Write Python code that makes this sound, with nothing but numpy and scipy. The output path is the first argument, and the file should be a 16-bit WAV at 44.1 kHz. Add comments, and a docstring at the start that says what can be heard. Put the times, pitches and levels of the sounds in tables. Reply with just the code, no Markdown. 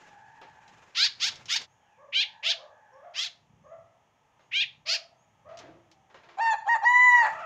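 """Small caged birds give eight harsh rising chirps beside a block wall in a rural garden: rough harmonic stacks.
Wings rustle (pulsed noise), the wire ticks, feet scuff the ground and something bumps (decaying noise).
A rooster nearby crows once in three syllables and a growl: two strong harmonics under a thin stack.
A dog, other cocks (arched harmonic calls), wild birds and chirping insects (gliding sines) come largely as echo.
Air, breeze and insect shimmer are shaped noise; the level at the cage dips briefly after the third chirp."""
import sys
import numpy as np
from scipy import signal
from scipy.fft import rfft, irfft, next_fast_len
from scipy.io import wavfile
from scipy.ndimage import uniform_filter1d

SR = 44100
rng = np.random.default_rng(int(sys.argv[2]) if len(sys.argv) > 2 else 0)


def master(y):
    """Save y as 16-bit WAV."""
    cut = np.clip(np.atleast_2d(y).T, -1, 1)
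    pcm = np.round(cut * 32767)  # scale
    wavfile.write(sys.argv[1], SR, pcm.astype(np.int16))


N = 328545
T = np.arange(N) / SR
TOP_HZ = 15600  # limit of the harmonics and of the final low-pass


def undb(db):
    """Decibels to gain."""
    return 10 ** (np.asarray(db) / 20)


def unit(x):
    """Scale to rms 1."""
    return x / np.sqrt(np.mean(x ** 2) + 1e-20)


def ramp(t, length):
    """Rise from 0 to 1 over the given length."""
    return np.clip(t / length, 0, 1)


def bell(f, hz, octaves):
    """Rounded resonance on a log-frequency axis, about 1 at its centre."""
    return np.exp(-.5 * (np.log2((f + 1) / hz) / octaves) ** 2)


def curves(rows, t=T):
    """Columns of a table joined by straight lines over its first column."""
    s, *columns = np.transpose(rows)
    return [np.interp(t, s, c) for c in columns]


def swells(rows):
    """Summed gain of Gaussian swells."""
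    return sum(undb(db) * np.exp(-((T - s) / half) ** 2) for s, half, db in rows)


def wander(rate, t=T):
    """Random drift of unit spread, with rate new values a second."""
    return np.interp((t - t[0]) * rate, np.arange(len(t)), rng.standard_normal(len(t)))


def response(points, hz):
    """Gain of a spectrum at the given frequencies."""
    f, db = np.transpose(points)
    return undb(np.interp(np.log(hz + 1), np.log(f), db))


def shaped(x, gain):
    """Filter by a gain that is a function of frequency."""
    size = next_fast_len(len(x))
    hz = np.arange(size // 2 + 1) * SR / size
    return irfft(rfft(x, size) * gain(hz), size)[:len(x)]


def noise(points, size=N):
    """Noise with the given spectrum, rms 1."""
    return unit(shaped(rng.standard_normal(size), lambda f: response(points, f)))


def cycle(hz):
    """Phase in radians of a moving pitch."""
    return 2 * np.pi * np.cumsum(hz) / SR


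def stack(hz, phase, throat, count, order=1):
    """Harmonics order to count at random phases, each weighted by the throat."""
    total = 0
    for k in range(order, count + 1):
        gain = throat(k * hz) * (k * hz < TOP_HZ)
        total = total + gain * np.sin(k * phase + rng.uniform(0, 2 * np.pi))
    return total


def add(out, s, x):
    """Mix a sound in at its time."""
    start = int(s * SR)
    x = x[max(-start, 0):N - start]
    out[max(start, 0):max(start, 0) + len(x)] += x


def echoes(x, t60, lag_s, dull_hz):
    """Diffuse reflections: decaying noise after a lag, duller than the source."""
    t = np.arange(SR) / SR
    tail = rng.standard_normal(SR) * np.exp(-np.log(1000) * t / t60) * (t > lag_s)
    tail = shaped(tail / np.linalg.norm(tail), lambda f: 1 / np.hypot(1, f / dull_hz))
    return signal.fftconvolve(x, tail)[:N]


def arched_calls(rows, throat, climb, arch, jitter, waver):
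    """Hoarse harmonic calls whose strength and pitch arch, the pitch with a tilt."""
    out = np.zeros(N)
    for s, length, pitch, db in rows:
        t = np.arange(int(length * SR)) / SR
        u = 2 * t / length - 1
        drift = jitter * wander(400, t) + waver * wander(14, t)
        hz = pitch * (1 + climb * u - arch * u ** 2 + drift)
        voice = stack(hz, cycle(hz), lambda f: response(throat, f), count=5)
        add(out, s, undb(db) * unit(voice * (1 - u ** 2)))
    return out


def burst(spectrum, t60):
    """A contact: noise of scattered strength that dies away."""
    t = np.arange(SR // 2) / SR
    return noise(spectrum, len(t)) * undb(0.9 * wander(570, t)) * np.exp(-np.log(1000) * t / t60)


def outdoor_air():
    """Soft steady air noise whose level drifts slowly."""
    # spectrum: (frequency [Hz], gain [dB])
    air_spectrum = [(18, -55), (30, -25), (122, -11.5), (328, -19.5), (735, -13.5), (859, -6.5),
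                    (1110, -18), (1300, -14.5), (1410, -25.5), (1730, -18.5), (1920, -21), (3320, -24.5),
                    (3880, -34.5), (15000, -50.5)]
    air_db = -69
    return noise(air_spectrum) * undb(air_db + wander(2.9))


def breeze(gustiness_db=3, calm_db=-79):
    """Low rumble that swells over a calm floor."""
    # swells: (middle [s], half length at 1/e [s], level [dB])
    gusts = [(.45, 0.42, -68.5), (1.36, 0.24, -62), (3.6, 0.27, -65), (4.7, .2, -65), (5.62, .27, -63.5),
             (6.6, .35, -72.5), (7.35, 0.17, -65)]
    spectrum = [(30, -28), (70, -5), (120, 4.5), (180, -1), (280, -13.5), (900, -31), (3000, -72.5)]
    strength = np.hypot(undb(calm_db), swells(gusts))
    return noise(spectrum) * strength * undb(gustiness_db * wander(11))


def insect_shimmer(level_db=-84):
    """Thin shimmer of insects: a band of high noise with a drifting level."""
    spectrum = [(3500, -46), (5500, -10.0), (6700, -6.0), (7400, -16.0), (8500, -42.5)]
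    return noise(spectrum) * undb(level_db + 0.81 * wander(2.4))


def gliding_notes(jitter=.015):
    """Thin gliding sines: wild birds give low notes and one short falling high pip; insects give high rising
    chirps."""
    # (start [s], length [s], start pitch [Hz], end pitch [Hz], level before distance gain [dB])
    notes = [(1.68, 0.088, 6200, 7020, -75.5), (1.762, 0.3, 3570, 1900, -77.5),
             (2.927, 0.021, 6000, 5230, -71.5), (3.597, .18, 6220, 6900, -80),
             (4.361, 0.17, 6230, 6980, -82), (5.16, 0.11, 6290, 7000, -74.5), (5.91, .22, 770, 778, -68)]
    out = np.zeros(N)
    for s, length, start_hz, end_hz, db in notes:
        t = np.arange(int(length * SR)) / SR
        hz = np.geomspace(start_hz, end_hz, len(t)) * (1 + jitter * wander(660, t))
        add(out, s, undb(db) * unit(np.sin(cycle(hz)) * np.sin(np.pi * t / length)))
    return out


def far_cocks():
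    """Other cocks: long hoarse calls with a shallow pitch arch."""
    # (start [s], length [s], pitch at middle [Hz], level before distance gain [dB])
    far_crows = [(-.3, 1.2, 868, -58.5), (1.65, 0.56, 903, -70.5), (2.12, .36, 891, -59),
                 (2.45, 0.72, 847, -62.5)]
    throat = [(880, 2.5), (1780, -2.5), (2700, -23), (4500, -35.5)]
    return arched_calls(far_crows, throat, climb=0.029, arch=0.067, jitter=0.08, waver=0.03)


def dog():
    """Barks: short hoarse harmonic calls with a steep pitch arch."""
    # (start [s], length [s], pitch at middle [Hz], level before distance gain [dB])
    barks = [(1.97, 0.12, 583.3, -54), (2.42, 0.12, 688.4, -49.5), (2.57, 0.11, 594, -53.5),
             (2.91, 0.13, 578.3, -54.5), (3.02, 0.075, 676.5, -48.5), (3.635, 0.069, 590, -53),
             (3.685, .08, 678, -49), (4.85, 0.096, 670.6, -47.5), (5.445, 0.12, 667.5, -48)]
    # throat: (frequency [Hz], gain [dB])
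    dog_throat = [(650, -2.5), (1150, -4.5), (1400, -19.5), (1900, -21), (2800, -38), (5000, -52)]
    return arched_calls(barks, dog_throat, climb=.07, arch=0.11, jitter=0.059, waver=.015)


def growl():
    """Low growl that ends the crow: one long hoarse harmonic call."""
    # (start [s], length [s], pitch at middle [Hz], level [dB])
    growls = [(7.28, .44, 651.5, -39.5)]
    # throat: (frequency [Hz], gain [dB])
    growl_throat = [(650, -2.5), (1300, 1), (1950, -15), (2600, -12.5), (3300, -27)]
    return arched_calls(growls, growl_throat, climb=0.0098, arch=0.0201, jitter=.07, waver=0.0079)


def rooster(tremor_hz=55, tremor=.003, jitter=0.057, thirds=0.37, rattle=0.6, shimmer_db=4.6, waver_db=2.6):
    """Two strong harmonics under a thin stack; at syllable edges the voice breaks into thirds and rattles."""
    # syllables: (start [s], time until the voice breaks [s], release [s], fundamental level [dB],
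    #             upper harmonics level [dB], roughness [0-1])
    syllables = [ (6.371, .153, .037, -25.3, -41.5, .14), (6.654, .084, .046, -24.2, -46.3, .08),
                 (6.815, .403, .108, -23.3, -43.7, .03)]
    # pitch arch of each syllable's clear middle: (time [s], pitch [Hz])
    arches = [
        [(6.412, 911.1), (6.448, 918.2), (6.5, 896.6), (6.516, 873.4)],
        [(6.69, 927.6), (6.7, 938.7), (6.735, 937.2)],
        [(6.86, 949.9), (6.898, 978.7), (7.054, 998.5), (7.188, 960.2), (7.216, 932.3)],
    ]
    # throat: (frequency [Hz], gain [dB])
    cock_throat = [(1900, 19.5), (2750, 9), (3000, 3.5), (3700, -0.5), (4300, 1), (4700, 1.5), (4900, -13),
                   (5100, -13), (5600, -3), (6400, -12), (6970, 2), (7400, -10.5), (8100, -30),
                   (15000, -45)]
    attack_s, clear_s, edge_s, bloom_s = .022, .04, .02, 0.065
    soft_db, fade_db, swell_db, bloom_start_db = -19, -20, 2.5, -12.5
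    scoop, sag = .15, .06  # shares of the pitch
    hoarse_rough, tires_after_s, tiring_per_s = .66, .29, 1.5
    # throat resonance that the second harmonic climbs into, and its level outside it
    ring_hz, ring_octaves, ring_db, outside_db = 2006, .12, 17.5, -11.5

    def notches(f):
        """Three weak narrow bands."""
        return undb(-11 * bell(f, 5000, .04) - 3 * bell(f, 3000, .06) - 8 * bell(f, 3780, .025))

    out = np.zeros(N)
    for (s, hold, release, db, upper_db, clear_rough), arch in zip(syllables, arches):
        t = np.arange(int((hold + release) * SR)) / SR
        # scoops up hoarsely, clears, grows rough as the bird tires, sags when the voice breaks
        opening = ramp(clear_s - t, edge_s)
        broken = ramp(t - hold, edge_s)
        pitch = curves(arch, s + t)[0] * (1 - scoop * opening - sag * broken)
        hoarse = hoarse_rough * (opening + ramp(t - hold, release / 2))
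        tired = tiring_per_s * np.maximum(t - tires_after_s, 0)
        rough = np.minimum(clear_rough + hoarse + tired, 1)

        effort_db = soft_db * (1 - ramp(t, attack_s))
        effort_db += swell_db * (ramp(t, hold) - .5)
        effort_db += fade_db * ramp(t - hold, release) ** 2.4

        shake = tremor * np.sin(2 * np.pi * tremor_hz * t) + 0.0021 * wander(120, t)
        phase = cycle(pitch * (1 + shake + jitter * rough * wander(700, t)))
        # harmonics bloom later than the fundamental
        bloom_db = bloom_start_db * (1 - ramp(t, bloom_s))
        ring = bell(2 * pitch, ring_hz, ring_octaves)
        second_db = outside_db + ring_db * ring + waver_db * wander(53.6, t)
        # roughness frays the high harmonics most
        frayed = phase + .45 * np.minimum(rough + .06, .22) * wander(350, t)

        def throat(f):
            return response(cock_throat, f) * notches(f) * undb(shimmer_db * wander(55, t))

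        overtones = stack(pitch, frayed, throat, count=16, order=3)
        overtones /= np.sqrt(uniform_filter1d(overtones ** 2, size=600))
        strong = np.sin(phase) + undb(second_db + bloom_db) * np.sin(2 * phase)
        voice = np.sqrt(2) * undb(db) * strong + undb(upper_db + bloom_db / 2) * overtones
        # every third cycle is stronger; cycle sizes scatter
        beat = 1 + rough * (thirds * np.sin(phase / 3 + wander(80, t)) + rattle * wander(1100, t))
        beat /= np.sqrt(uniform_filter1d(beat ** 2, size=600))
        add(out, s, voice * undb(effort_db) * beat)
    return signal.sosfilt(signal.butter(10, 610, "high", fs=SR, output="sos"), out + growl())


def footsteps():
    """Feet scuff dry ground: dull decaying noise bursts."""
    # (time [s], onset level [dB], t60 [s])
    steps = [(.415, -47.5, 0.28), (4.394, -61.5, 0.38), (5.49, -57.5, 1), (5.6, -50.5, 0.49),
             (6.1, -60.5, 0.53), (6.144, -50, 0.33), (6.234, -54, 0.29), (6.288, -53, 0.59)]
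    # spectrum: (frequency [Hz], gain [dB])
    ground = [(100, -17.5), (400, 4), (900, 6), (2000, 0.5), (3500, -7), (7000, -19.5), (9000, -55),
              (15000, -46.5)]
    out = np.zeros(N)
    for s, db, t60 in steps:
        add(out, s, undb(db) * burst(ground, t60))
    return out


def bumps(t60_s=0.58):
    """Dull hollow bumps: noise through three low resonances, softly struck and decaying."""
    # (time [s], level before the decay [dB])
    hits = [(5.635, -50.5), (5.684, -49), (6.26, -58.5), (7.219, -59)]
    # resonances: (frequency [Hz], width [Hz], gain [dB])
    modes = [(130, 43, -12.5), (325.4, 31, 0.5), (610, 320, -15)]

    def body(f):
        return sum(undb(db) / (1 + (2 * (f - hz) / width) ** 2) for hz, width, db in modes)

    out = np.zeros(N)
    t = np.arange(SR // 2) / SR
    envelope = np.minimum(t / 0.0077, 1) * np.exp(-np.log(1000) * t / t60_s)
    for s, db in hits:
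        ring = unit(shaped(rng.standard_normal(len(t)), body))
        add(out, s, undb(db) * ring * envelope)
    return out


def wire_ticks(t60_s=0.07):
    """Claws on the cage wire: short bright noise bursts."""
    # (time [s], onset level [dB])
    ticks = [(0.679, -57.5), (1.357, -46), (1.457, -44), (1.616, -41), (5.572, -47.5), (5.589, -45),
             (5.915, -55)]
    # spectrum: (frequency [Hz], gain [dB])
    wire = [(500, 0.5), (1500, 0.5), (3000, 8.5), (6800, 5.5), (8500, -19), (15000, -38.5)]
    out = np.zeros(N)
    for s, db in ticks:
        add(out, s, undb(db) * burst(wire, t60_s))
    return out


def wings(beat_hz=16, depth_db=3, rustle_db=-67.5, rustle_ends_s=1.64):
    """Feathers swish on every uneven wing beat, in flurries over an early restless rustle."""
    # flurries: (middle [s], half length at 1/e [s], level [dB])
    flurries = [(.03, .13, -59.5), (.8, 0.27, -62.5), (1.33, 0.13, -55.5), (1.61, .05, -55),
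                (7.38, .14, -56)]
    # spectrum: (frequency [Hz], gain [dB])
    feathers = [(60, -11), (150, -3.5), (350, -2), (900, 1), (2500, -2.5), (4500, -14.5), (7000, -12),
                (8500, -32), (15000, -43.5)]
    beat = np.sin(cycle(beat_hz * (1 + .2 * wander(11.0))))
    rustle = undb(rustle_db) * ramp(rustle_ends_s - T, 0.057)
    strength = np.hypot(swells(flurries), rustle)
    return noise(feathers) * strength * undb(depth_db * beat + 1.5 * wander(180))


def birds(second_ratio=.9, low_hz=1750, high_hz=4650, beak_follow=.58, brighten=0.67, hiss_db=-5):
    """Each chirp climbs, flicks up and drops; the two sides of the syrinx sing slightly apart."""
    # (start [s], rise [s], pitch at mid rise [Hz], further climb [share of pitch], level [dB],
    #  beak resonance [Hz], its boost [dB], low resonance [dB], high resonance [dB],
    #  second voice [dB], rasp [0-1])
    chirps = [ (.945, .109, 750, 0.078, -24, 3750, 8.5, 3, 5.5, -6, 0.2),
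              (1.193, 0.087, 723, .12, -28, 3530, 5, -2, 3, -6, 0.21),
              (1.478, .086, 715, 0.11, -28.3, 3300, 4, -.5, 1.5, -5, .27),
              (2.121, .1, 793, .018, -25.5, 3160, 21.5, 3.5, -2, -16, .13),
              (2.425, .091, 697, .12, -27, 3100, 14, 2, 2.5, -9, .19),
              (3.135, .12, 651, 0.07, -32.7, 3280, 7.5, 1.5, 2, -7.5, .23),
              (4.511, .11, 788.3, 0.017, -27, 3040, 20, 5, -1, -18, 0.16),
              (4.854, .098, 699.5, .083, -28.3, 2690, 7, 0, 8.5, -7, .17)]
    # throat: (frequency [Hz], gain [dB])
    bird_throat = [(600, -34), (950, -9), (1400, -7), (2200, 1), (3200, 1), (5000, 1.5), (6800, -4.5),
                   (7600, -18.5), (8600, -29), (10500, -33.5), (15000, -36.5)]
    start_hz, top_hz, end_hz, knee_ratio = 419.7, 944, 580, .893
    swell, fade, soft_db, fade_db = .53, .31, -22, -24.5  # times as shares of the rise
    beak_octaves_per_db = 0.02  # a stronger beak resonance is also wider
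    stages = [0, .29, .53, .8, .87, .97, 1.2]  # shares of the rise
    jitter, wobble, flutter, uneven_db = .04, .045, .9, 15

    out = np.zeros(N)
    for s, rise, pitch, climb, db, beak_hz, boost_db, low_db, high_db, second_db, rasp in chirps:
        t = np.arange(int(rise * (1 + fade) * SR)) / SR
        u = t / rise
        effort_db = soft_db * (1 - ramp(u, swell)) ** 2 + fade_db * ramp(u - 1, fade) ** 1.77
        # leap to a knee, climb to a shoulder, flick to the top, drop
        shoulder = pitch * (1 + climb)
        flick = shoulder + .3 * (top_hz - shoulder)
        path = [start_hz, knee_ratio * pitch, pitch, shoulder, flick, top_hz, end_hz]
        glide = uniform_filter1d(np.interp(u, stages, path), size=160)
        # the beak opens as the pitch climbs and takes its resonance along
        beak = beak_hz * (glide / pitch) ** beak_follow
        width = beak_octaves_per_db * boost_db

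        def tract(f, centre):
            resonances_db = boost_db * bell(f, centre, width)
            resonances_db = resonances_db + low_db * bell(f, low_hz, 0.43) + high_db * bell(f, high_hz, .17)
            return response(bird_throat, f) * undb(resonances_db)

        def throat(f):
            # a soft voice is dull; in a raspy one every harmonic swells and sinks by itself
            tilt_db = brighten * effort_db * np.log2(np.maximum(f / beak_hz, 1))
            return tract(f, beak) * undb(tilt_db + uneven_db * rasp * wander(70.3, t))

        crack = np.clip(3.6 * (u - .87), 0, .6)  # the voice breaks up over the top
        voice = 0
        for ratio, side_db in ((1, 0), (second_ratio, second_db)):
            shake = jitter * (rasp + crack) * wander(900, t) + wobble * rasp * wander(110, t)
            hz = glide * ratio * (1 + shake)
            voice = voice + undb(side_db) * stack(hz, cycle(hz), throat, count=24)
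        voice = unit(voice) * (1 + flutter * rasp * wander(450, t))
        breath = unit(shaped(rng.standard_normal(len(t)), lambda f: tract(f, beak_hz)))
        hiss = rasp * undb(hiss_db) * breath
        edges = np.minimum(np.minimum(t, t[-1] - t) / 0.0071, 1)
        add(out, s, undb(db) * unit((voice + hiss) * undb(effort_db) * edges))
    return out


def scene(bird_yard_db=-14, cock_yard_db=-13, slap_db=-19, slap_s=0.068, far_direct_db=-4, far_echo_db=-2):
    """The cage hangs close to the wall; the far layer arrives largely as echo."""
    yard_t60_s, far_t60_s = 0.51, 0.72
    garden = outdoor_air() + breeze() + insect_shimmer()

    far = dog() + far_cocks() + gliding_notes()
    far_echo = echoes(far, t60=far_t60_s, lag_s=.012, dull_hz=3970)
    far = undb(far_direct_db) * far + undb(far_echo_db) * far_echo

    # scattered echoes of the crow start almost at once; one distinct return follows soon after
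    cock = rooster()
    slap = np.interp(T - slap_s, T, cock)
    cock_yard = echoes(cock, t60=yard_t60_s, lag_s=0.012, dull_hz=8000)
    cock = cock + undb(slap_db) * slap + undb(cock_yard_db) * cock_yard

    cage = birds() + wire_ticks() + footsteps() + bumps() + wings()
    wall = undb(-8.5) * echoes(cage, t60=.1, lag_s=.004, dull_hz=9000)
    cage = cage + wall + undb(bird_yard_db) * echoes(cage, t60=0.27, lag_s=0.02, dull_hz=6050)
    # the level of this group dips briefly after the third chirp
    cage *= undb(np.interp(T, [1.655, 1.67, 1.9, 2], [0, -25, -25, 0]))
    return (cage + cock + far + garden)[None]


def record(dry):
    """Steep elliptic low-pass at TOP_HZ."""
    return signal.sosfilt(signal.ellip(10, .2, 80, TOP_HZ, fs=SR, output="sos"), dry)


dry = scene()
out = record(dry)
master(out)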